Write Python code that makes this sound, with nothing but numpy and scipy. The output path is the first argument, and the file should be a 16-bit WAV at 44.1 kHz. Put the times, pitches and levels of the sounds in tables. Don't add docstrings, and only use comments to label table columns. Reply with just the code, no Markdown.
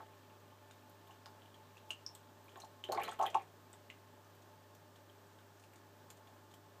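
import sys
import numpy as np
from scipy import signal
from scipy.fft import rfft, irfft, next_fast_len
from scipy.io import wavfile
from scipy.ndimage import map_coordinates

SR = 44100
rng = np.random.default_rng(int(sys.argv[2]) if len(sys.argv) > 2 else 0)


def pcm_store(signal):
    levels = np.round(np.clip(np.atleast_2d(signal), -1, 1) * 32767)
    wavfile.write(sys.argv[1], SR, levels.astype(np.int16).T)


def boost_factor(decibels):
    exponent = np.asarray(decibels, float) / 20
    return 10 ** exponent


N = 299880


def bubble(hz, t60_s, rise_s, climb):
    t = np.arange(round(1.2 * t60_s * SR)) / SR
    phase = 2 * np.pi * hz * (t + climb * t * t / (2 * t60_s))
    return np.sin(phase) * boost_factor(-60 * t / t60_s) * (1 - np.exp(-t / rise_s))


def puff(db, t60_s):
    t = np.arange(round(t60_s * SR)) / SR
    return boost_factor(db - 60 * t / t60_s) * (1 - np.exp(-t / 0.00063))


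def add(track, start_s, sound):
    part = track[round(start_s * SR):][:len(sound)]
    part += sound[:len(part)]


# (frequency [Hz], level [dB])
SPRAY_SPECTRUM = [(900, -4.5), (2000, -9), (4000, -6.5), (5200, -11), (6600, -4), (7600, -6.5),
                  (9500, -12.5), (11500, -21.5)]
# (frequency [Hz], level [dB])
MIST_SPECTRUM = [(8000, -30), (11000, -22.5), (13000, -16.5), (15500, -24.5)]


def drops(table, t60_s, rise_s):
    plinks, spray, mist = np.zeros((3, N))
    mist_under_spray_db = -16
    for start_s, db, hz, climb, spray_db in table:
        add(plinks, start_s, boost_factor(db + 6.5) * bubble(hz, t60_s(hz), rise_s, climb))
        add(spray, start_s, puff(spray_db - 1.5, t60_s=0.042))
        add(mist, start_s, puff(spray_db + mist_under_spray_db + 1.0, t60_s=0.031))
    return plinks + spray * coloured(SPRAY_SPECTRUM) + mist * coloured(MIST_SPECTRUM)


# (time [s], peak [dB], bubble [Hz], pitch climb [0-1], spray [dB])
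RINGING_DROPS = [(1.1084, -54, 2770, 0.3, -65), (1.5432, -52.5, 3100, 0.26, -65),
                 (1.7694, -52.5, 2530, 0.25, -63), (1.9054, -29.5, 2846, 0, -41.5),
                 (2.064, -27.5, 5390, 0, -55), (2.15, -39.5, 7500, 0.3, -55), (2.482, -56, 2370, 0.1, -69),
                 (2.619, -44.5, 4060, .12, -63), (2.8398, -35.5, 2910, .3, -53),
                 (2.9201, -33.5, 4310, 0.06, -40), (2.9757, -39, 2080, 0.5, -70),
                 (2.9964, -55, 2060, 0, -56), (3.264, -31, 3200, 0, -64), (3.2707, -43, 2520, 0, -72),
                 (3.4194, -60, 2360, .12, -60), (3.7302, -42.5, 7430, 0.37, -60),
                 (3.9, -48, 2050, 0.1, -63), (5.0975, -55, 3160, 0.05, -69), (6.5384, -56, 3080, 0.2, -57)]


def ringing_drops():
    decay_cycles = 35.7
    return drops(RINGING_DROPS, lambda hz: decay_cycles / hz, rise_s=0.00077)


# (time [s], peak [dB], bubble [Hz], spray [dB])
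RISING_BUBBLES = [
    (3.0145, -37, 2100, -63),
    (3.037, -41.5, 2870, -66),
    (3.048, -44, 3820, -57),
    (3.089, -43, 3020, -50),
]


def rising_bubbles():
    climb_hz = 1640
    table = [(start_s, db, hz, climb_hz / hz, spray_db) for start_s, db, hz, spray_db in RISING_BUBBLES]
    return drops(table, lambda hz: 0.024, rise_s=0.002)


# (time [s], slap [dB], bubble [dB], bubble [Hz], spray [dB])
SURFACE_SLAPS = [(0.7102, -48, -52.5, 2340, -58.5), (1.259, -44.5, -45, 4880, -57),
                 (1.7696, -57, -60, 3000, -75), (2.5583, -43, -55, 3400, -73), (2.888, -45, -53, 3090, -65),
                 (2.974, -37, -53, 3020, -63), (3.034, -52, -47, 3340, -45), (3.0789, -51, -37, 2380, -52),
                 (3.1919, -47, -42, 3160, -56.5), (3.2116, -40, -39, 2820, -52),
                 (3.257, -34, -52, 3000, -55), (3.3446, -35.5, -31, 2620, -47),
                 (3.7379, -50, -62, 3430, -72), (3.9015, -53, -38, 2730, -62),
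                 (5.3883, -53, -64, 3600, -70), (6.1022, -58, -45.5, 7100, -50.5),
                 (6.273, -54, -53, 3450, -66), (6.5135, -60, -56, 3560, -62)]
# (frequency [Hz], level [dB])
SLAP_SPECTRUM = [(700, -43), (1500, 11), (2100, -1.5), (3000, -1), (3800, 4), (5500, -34)]


def slaps():
    clicks, wake = np.zeros((2, N))
    for start_s, db, *_ in SURFACE_SLAPS:
        clicks[round(start_s * SR) + 12] = boost_factor(db + 15)
        add(wake, start_s, puff(db - 10.5, t60_s=0.024))
    cracks = filtered(clicks, lambda hz: boost_factor(along(SLAP_SPECTRUM, hz)))
    return cracks + wake * coloured(SLAP_SPECTRUM)


# (time [s], peak [dB], bubble [Hz], spray [dB])
BLUNT_DROPS = [(1.0736, -56, 3280, -70), (1.4202, -52, 3140, -75), (1.459, -53, 3120, -78),
               (1.7793, -52, 3290, -71), (2.153, -53, 3300, -75), (2.4927, -52, 3120, -65),
               (2.5194, -57, 3120, -67), (2.5734, -56, 6900, -68), (2.601, -47, 6170, -50),
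               (2.6455, -66, 3910, -56.5), (2.8395, -34, 2770, -72), (2.851, -46, 3400, -70),
               (2.9494, -43, 4660, -54), (3.113, -46, 8100, -50), (3.1304, -56, 3620, -56),
               (3.2265, -41, 6140, -45), (3.3004, -50, 2860, -52), (4.2467, -60, 5960, -72),
               (4.42, -63, 6500, -65), (4.749, -62, 6000, -62), (4.9596, -54, 3200, -61),
               (5.27, -64, 7500, -75), (5.5741, -62, 6200, -72), (5.5966, -60, 6700, -60),
               (5.625, -65, 9300, -68), (5.6385, -53.5, 2680, -61), (5.7346, -55, 2330, -65),
               (5.7577, -60, 7000, -59), (6.1716, -62, 6400, -62)]


def blunt_drops():
    climb = 0.069
    popped = [(start_s, db, hz, spray_db) for start_s, _, db, hz, spray_db in SURFACE_SLAPS]
    table = [(start_s, db, hz, climb, spray_db) for start_s, db, hz, spray_db in BLUNT_DROPS + popped]
    return drops(table, lambda hz: 0.0045, rise_s=0.00025)


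# (time [s], peak [dB])
MIST_FLICKS = [(.895, -60), (1.0736, -64), (1.893, -61), (2.15, -56), (2.4418, -64), (2.4554, -66),
               (2.5734, -66), (2.602, -66), (2.84, -60), (2.9201, -47), (3.0145, -56), (3.0334, -47.5),
               (3.048, -61), (3.1304, -61), (3.1896, -60), (3.263, -48), (3.7302, -64), (4.3494, -66),
               (4.749, -65), (5.7346, -65), (6.104, -60), (6.5397, -62)]


def flicks():
    mist = np.zeros(N)
    for start_s, db in MIST_FLICKS:
        add(mist, start_s, puff(db + 3.0, t60_s=0.024))
    return mist * coloured(MIST_SPECTRUM)


# (time [s], peak [dB], bubble [Hz])
DIG_GULPS = [(2.889, -25.5, 440), (2.893, -28.5, 640), (2.921, -26, 890), (2.931, -32, 675),
             (2.945, -32, 1070), (2.9735, -23, 840), (2.982, -21, 783), (2.983, -26, 950),
             (3.019, -42, 743), (3.037, -29, 1410), (3.079, -30, 904), (3.083, -34.5, 710),
             (3.083, -38, 1160), (3.094, -44, 680), (3.121, -28, 1400), (3.193, -40, 900),
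             (3.1933, -26.5, 1064), (3.197, -19, 760), (3.209, -19.5, 870), (3.219, -22.5, 860),
             (3.229, -25, 1060), (3.235, -25, 850), (3.249, -31, 780), (3.261, -31.5, 744),
             (3.345, -20, 800), (3.3475, -16, 917), (3.352, -34, 1120), (3.36, -42, 950),
             (3.374, -30.5, 880)]
# (time [s], peak [dB], bubble [Hz])
LONE_PLOPS = [(.0005, -39.5, 840), (.003, -34.5, 1410), (.017, -50, 1500), (1.092, -43.5, 865),
              (1.26, -42.5, 880), (1.2595, -48, 1150), (1.907, -45, 1110), (2.558, -50, 317),
              (2.559, -41, 950), (2.572, -38.5, 860), (2.633, -38, 854), (2.839, -43, 353),
              (6.282, -49, 840)]
HOUSING_MODE_HZ = [370, 406, 597, 728, 805, 883, 1078, 1169, 1324]
# (width [Hz], level [dB])
HOUSING_MODES = [(31.5, 11.5), (25, 8.5), (29.4, 0.5), (60.4, 11.5), (39, 10), (39, 6), (55, 4.5),
                 (44.7, 6.5), (61.5, 0)]


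def gulps():
    water = np.zeros(N)
    for table, t60_s in [(DIG_GULPS, 0.011), (LONE_PLOPS, 0.0096)]:
        for start_s, db, hz in table:
            add(water, start_s, boost_factor(db) * bubble(hz, t60_s, rise_s=0.0017, climb=0.46))
    modes = [(hz, width_hz, db) for hz, (width_hz, db) in zip(HOUSING_MODE_HZ, HOUSING_MODES)]
    return boost_factor(-6) * water + boost_factor(5.0) * filtered(water, resonances(modes))


def swarm(times_s, levels_db, count, low_hz, span, cycles):
    out = np.zeros(N)
    for u, pitch, size in rng.random((count, 3)):
        at_s = times_s[0] + u * (times_s[-1] - times_s[0])
        hz = low_hz * span ** pitch
        db = np.interp(at_s, times_s, levels_db) - 3 * np.log(size + 0.022)
        add(out, at_s, boost_factor(db) * bubble(hz, cycles / hz, rise_s=1 / hz, climb=0.04))
    return out


# (time [s], hold [s], slosh [dB], fizz [dB])
PAW_STROKES = [
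    (.001, 0.011, -61.5, -63),
    (2.537, 0.029, -69, -75),
    (2.901, 0.064, -42.5, -59),
    (2.982, .11, -51, -55),
    (3.196, .05, -45.5, -57),
    (3.338, 0.014, -52, -57.5),
]
# (frequency [Hz], level [dB])
SHEET_SPECTRUM = [(1000, 3), (2000, 8), (3500, -1.5), (4500, -13), (5300, -39), (7000, -27), (10000, -36)]


def churn():
    attack_s, release_s, fizz_lag_s = 0.01, 0.08, 0.02
    shape_db = np.array([3, 0, 0, -20])
    t = np.arange(N) / SR
    out, sheet = np.zeros((2, N))
    for start_s, hold_s, slosh_db, fizz_db in PAW_STROKES:
        times_s = np.maximum(start_s + np.array([-attack_s, 0, hold_s, hold_s + release_s]), 0)
        late_s = times_s + min(fizz_lag_s, start_s)
        out += swarm(times_s, slosh_db + 7.0 + shape_db, count=80, low_hz=423, span=3.4, cycles=6.5)
        out += swarm(late_s, fizz_db - 2 + shape_db, count=140, low_hz=1500, span=2.99, cycles=7.1)
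        sheet += boost_factor(np.interp(t, late_s, fizz_db + shape_db, left=-200, right=-200))
    return out + boost_factor(-7 + 8.4 * wobble(150)) * sheet * coloured(SHEET_SPECTRUM)


# (time [s], level [dB])
TRICKLE_LEVEL = [(0, -71), (1.6, -71), (2.2, -75), (6.8, -85)]


def trickle():
    times_s, levels_db = np.transpose(TRICKLE_LEVEL)
    return swarm(times_s, levels_db, count=2500, low_hz=2230, span=2.0, cycles=24)


# (frequency [Hz], width [Hz], level [dB])
MURMUR_MODES = [(156.6, 9.6, -2.5), (249.6, 8.8, -2), (376, 8.3, -21), (583, 31, -2.5), (870, 24, 2),
                (1078, 37, -4.5), (1767, 5.4, -6.5), (3120, 740, -24.5)]
# (time [s], level [dB])
STREAM_LEVEL = [(0, -62.5), (1.2, -62), (2.4, -61.5), (3.6, -62), (4.6, -62), (5.5, -64), (6.2, -62.5),
                (6.8, -63)]


def stream():
    murmur = unit(filtered(rng.standard_normal(N), resonances(MURMUR_MODES)))
    level_db = np.interp(np.arange(N) / SR, *np.transpose(STREAM_LEVEL))
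    return boost_factor(level_db - 4.5 + 0.56 * wobble(18)) * murmur


# (frequency [Hz], rms level [dB])
PUMP_LINES = [(50, -89.5), (100, -65.5), (250, -88), (300, -83), (350, -83), (400, -74), (500, -101),
              (600, -79.5), (700, -81.5), (800, -101), (1200, -83), (1250, -87)]


def pump():
    t = np.arange(N) / SR
    hum = np.zeros(N)
    for hz, db in PUMP_LINES:
        unsteady_db = 0.003 * hz * wobble(12)
        hum += boost_factor(db + 3 + unsteady_db) * np.sin(2 * np.pi * hz * t + hz)
    return hum


# (frequency [Hz], density [dB per Hz])
AIR_SPECTRUM = [(15, -65), (25, -25), (70, -17.5), (130, -9), (300, -4.5), (700, -10.5), (1000, -13),
                (1700, -11.5), (2000, -19), (4000, -22), (8000, -24.5), (10000, -32), (12300, -26.5),
                (15000, -25)]


def air():
    return boost_factor(-65.5 + 0.25 * wobble(9)) * coloured(AIR_SPECTRUM)


# (delay [s], level [dB])
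WALL_ECHOES = [(.0021, -26), (.0046, -8), (.0079, -13.5), (.0115, -14.5), (.017, -17.5), (.026, -15)]
# (frequency [Hz], t60 [s])
ROOM_DECAY = [(300, 0.43), (1000, 0.13), (3000, 0.23), (8000, 0.15), (15000, 0.1)]


def corner(x, wet_db):
    hz, t, z = signal.stft(rng.standard_normal(SR // 3), SR, nperseg=256)
    decay = boost_factor(-60 * t / along(ROOM_DECAY, hz)[:, None])
    tail = signal.istft(z * decay, SR, nperseg=256)[1]
    response = boost_factor(wet_db) * np.pad(tail, (180, 0)) / np.linalg.norm(tail)
    response[0] = 1
    for delay_s, db in WALL_ECHOES:
        response[round(delay_s * SR)] += boost_factor(db)
    return signal.fftconvolve(x, response)[:N]


def unit(x):
    return x / np.sqrt(np.mean(x ** 2) + 1e-20)


def along(points, hz):
    f, v = np.transpose(points)
    return np.interp(np.log(hz + 1), np.log(f + 1), v)


def filtered(x, response):
    m = next_fast_len(len(x) + 8192)
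    return irfft(rfft(x, m) * response(np.fft.rfftfreq(m, 1 / SR)), m)[:len(x)]


def resonances(modes):
    def response(f):
        total = 0
        for k, (hz, width_hz, db) in enumerate(modes):
            damping = 1j * f * width_hz
            total = total + (-1) ** k * boost_factor(db) * damping / (hz * hz - f * f + damping)
        return total
    return response


def coloured(spectrum):
    return unit(filtered(rng.standard_normal(N), lambda hz: boost_factor(along(spectrum, hz))))


def wobble(rate_hz):
    knots = rng.standard_normal(int(N * rate_hz / SR) + 4)
    return map_coordinates(knots, [np.arange(N) * rate_hz / SR])


def scene():
    bubbles = ringing_drops() + rising_bubbles() + blunt_drops()
    small = bubbles + slaps() + flicks() + trickle()
    large = gulps() + churn()
    fountain = stream() + pump() + air()
    return (corner(small, wet_db=-8.5) + corner(large, wet_db=-8.5) + fountain)[None]


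def top_cut(x):
    return signal.sosfilt(signal.butter(12, 15940, fs=SR, output="sos"), x)


def record(dry):
    rumble_hz, top_hz = 45, 15400
    mix = filtered(dry[0], lambda hz: (hz < top_hz) * (1j * hz / (rumble_hz + 1j * hz)) ** 2)[None]
    return top_cut(mix)


dry = scene()
out = record(dry)
pcm_store(out)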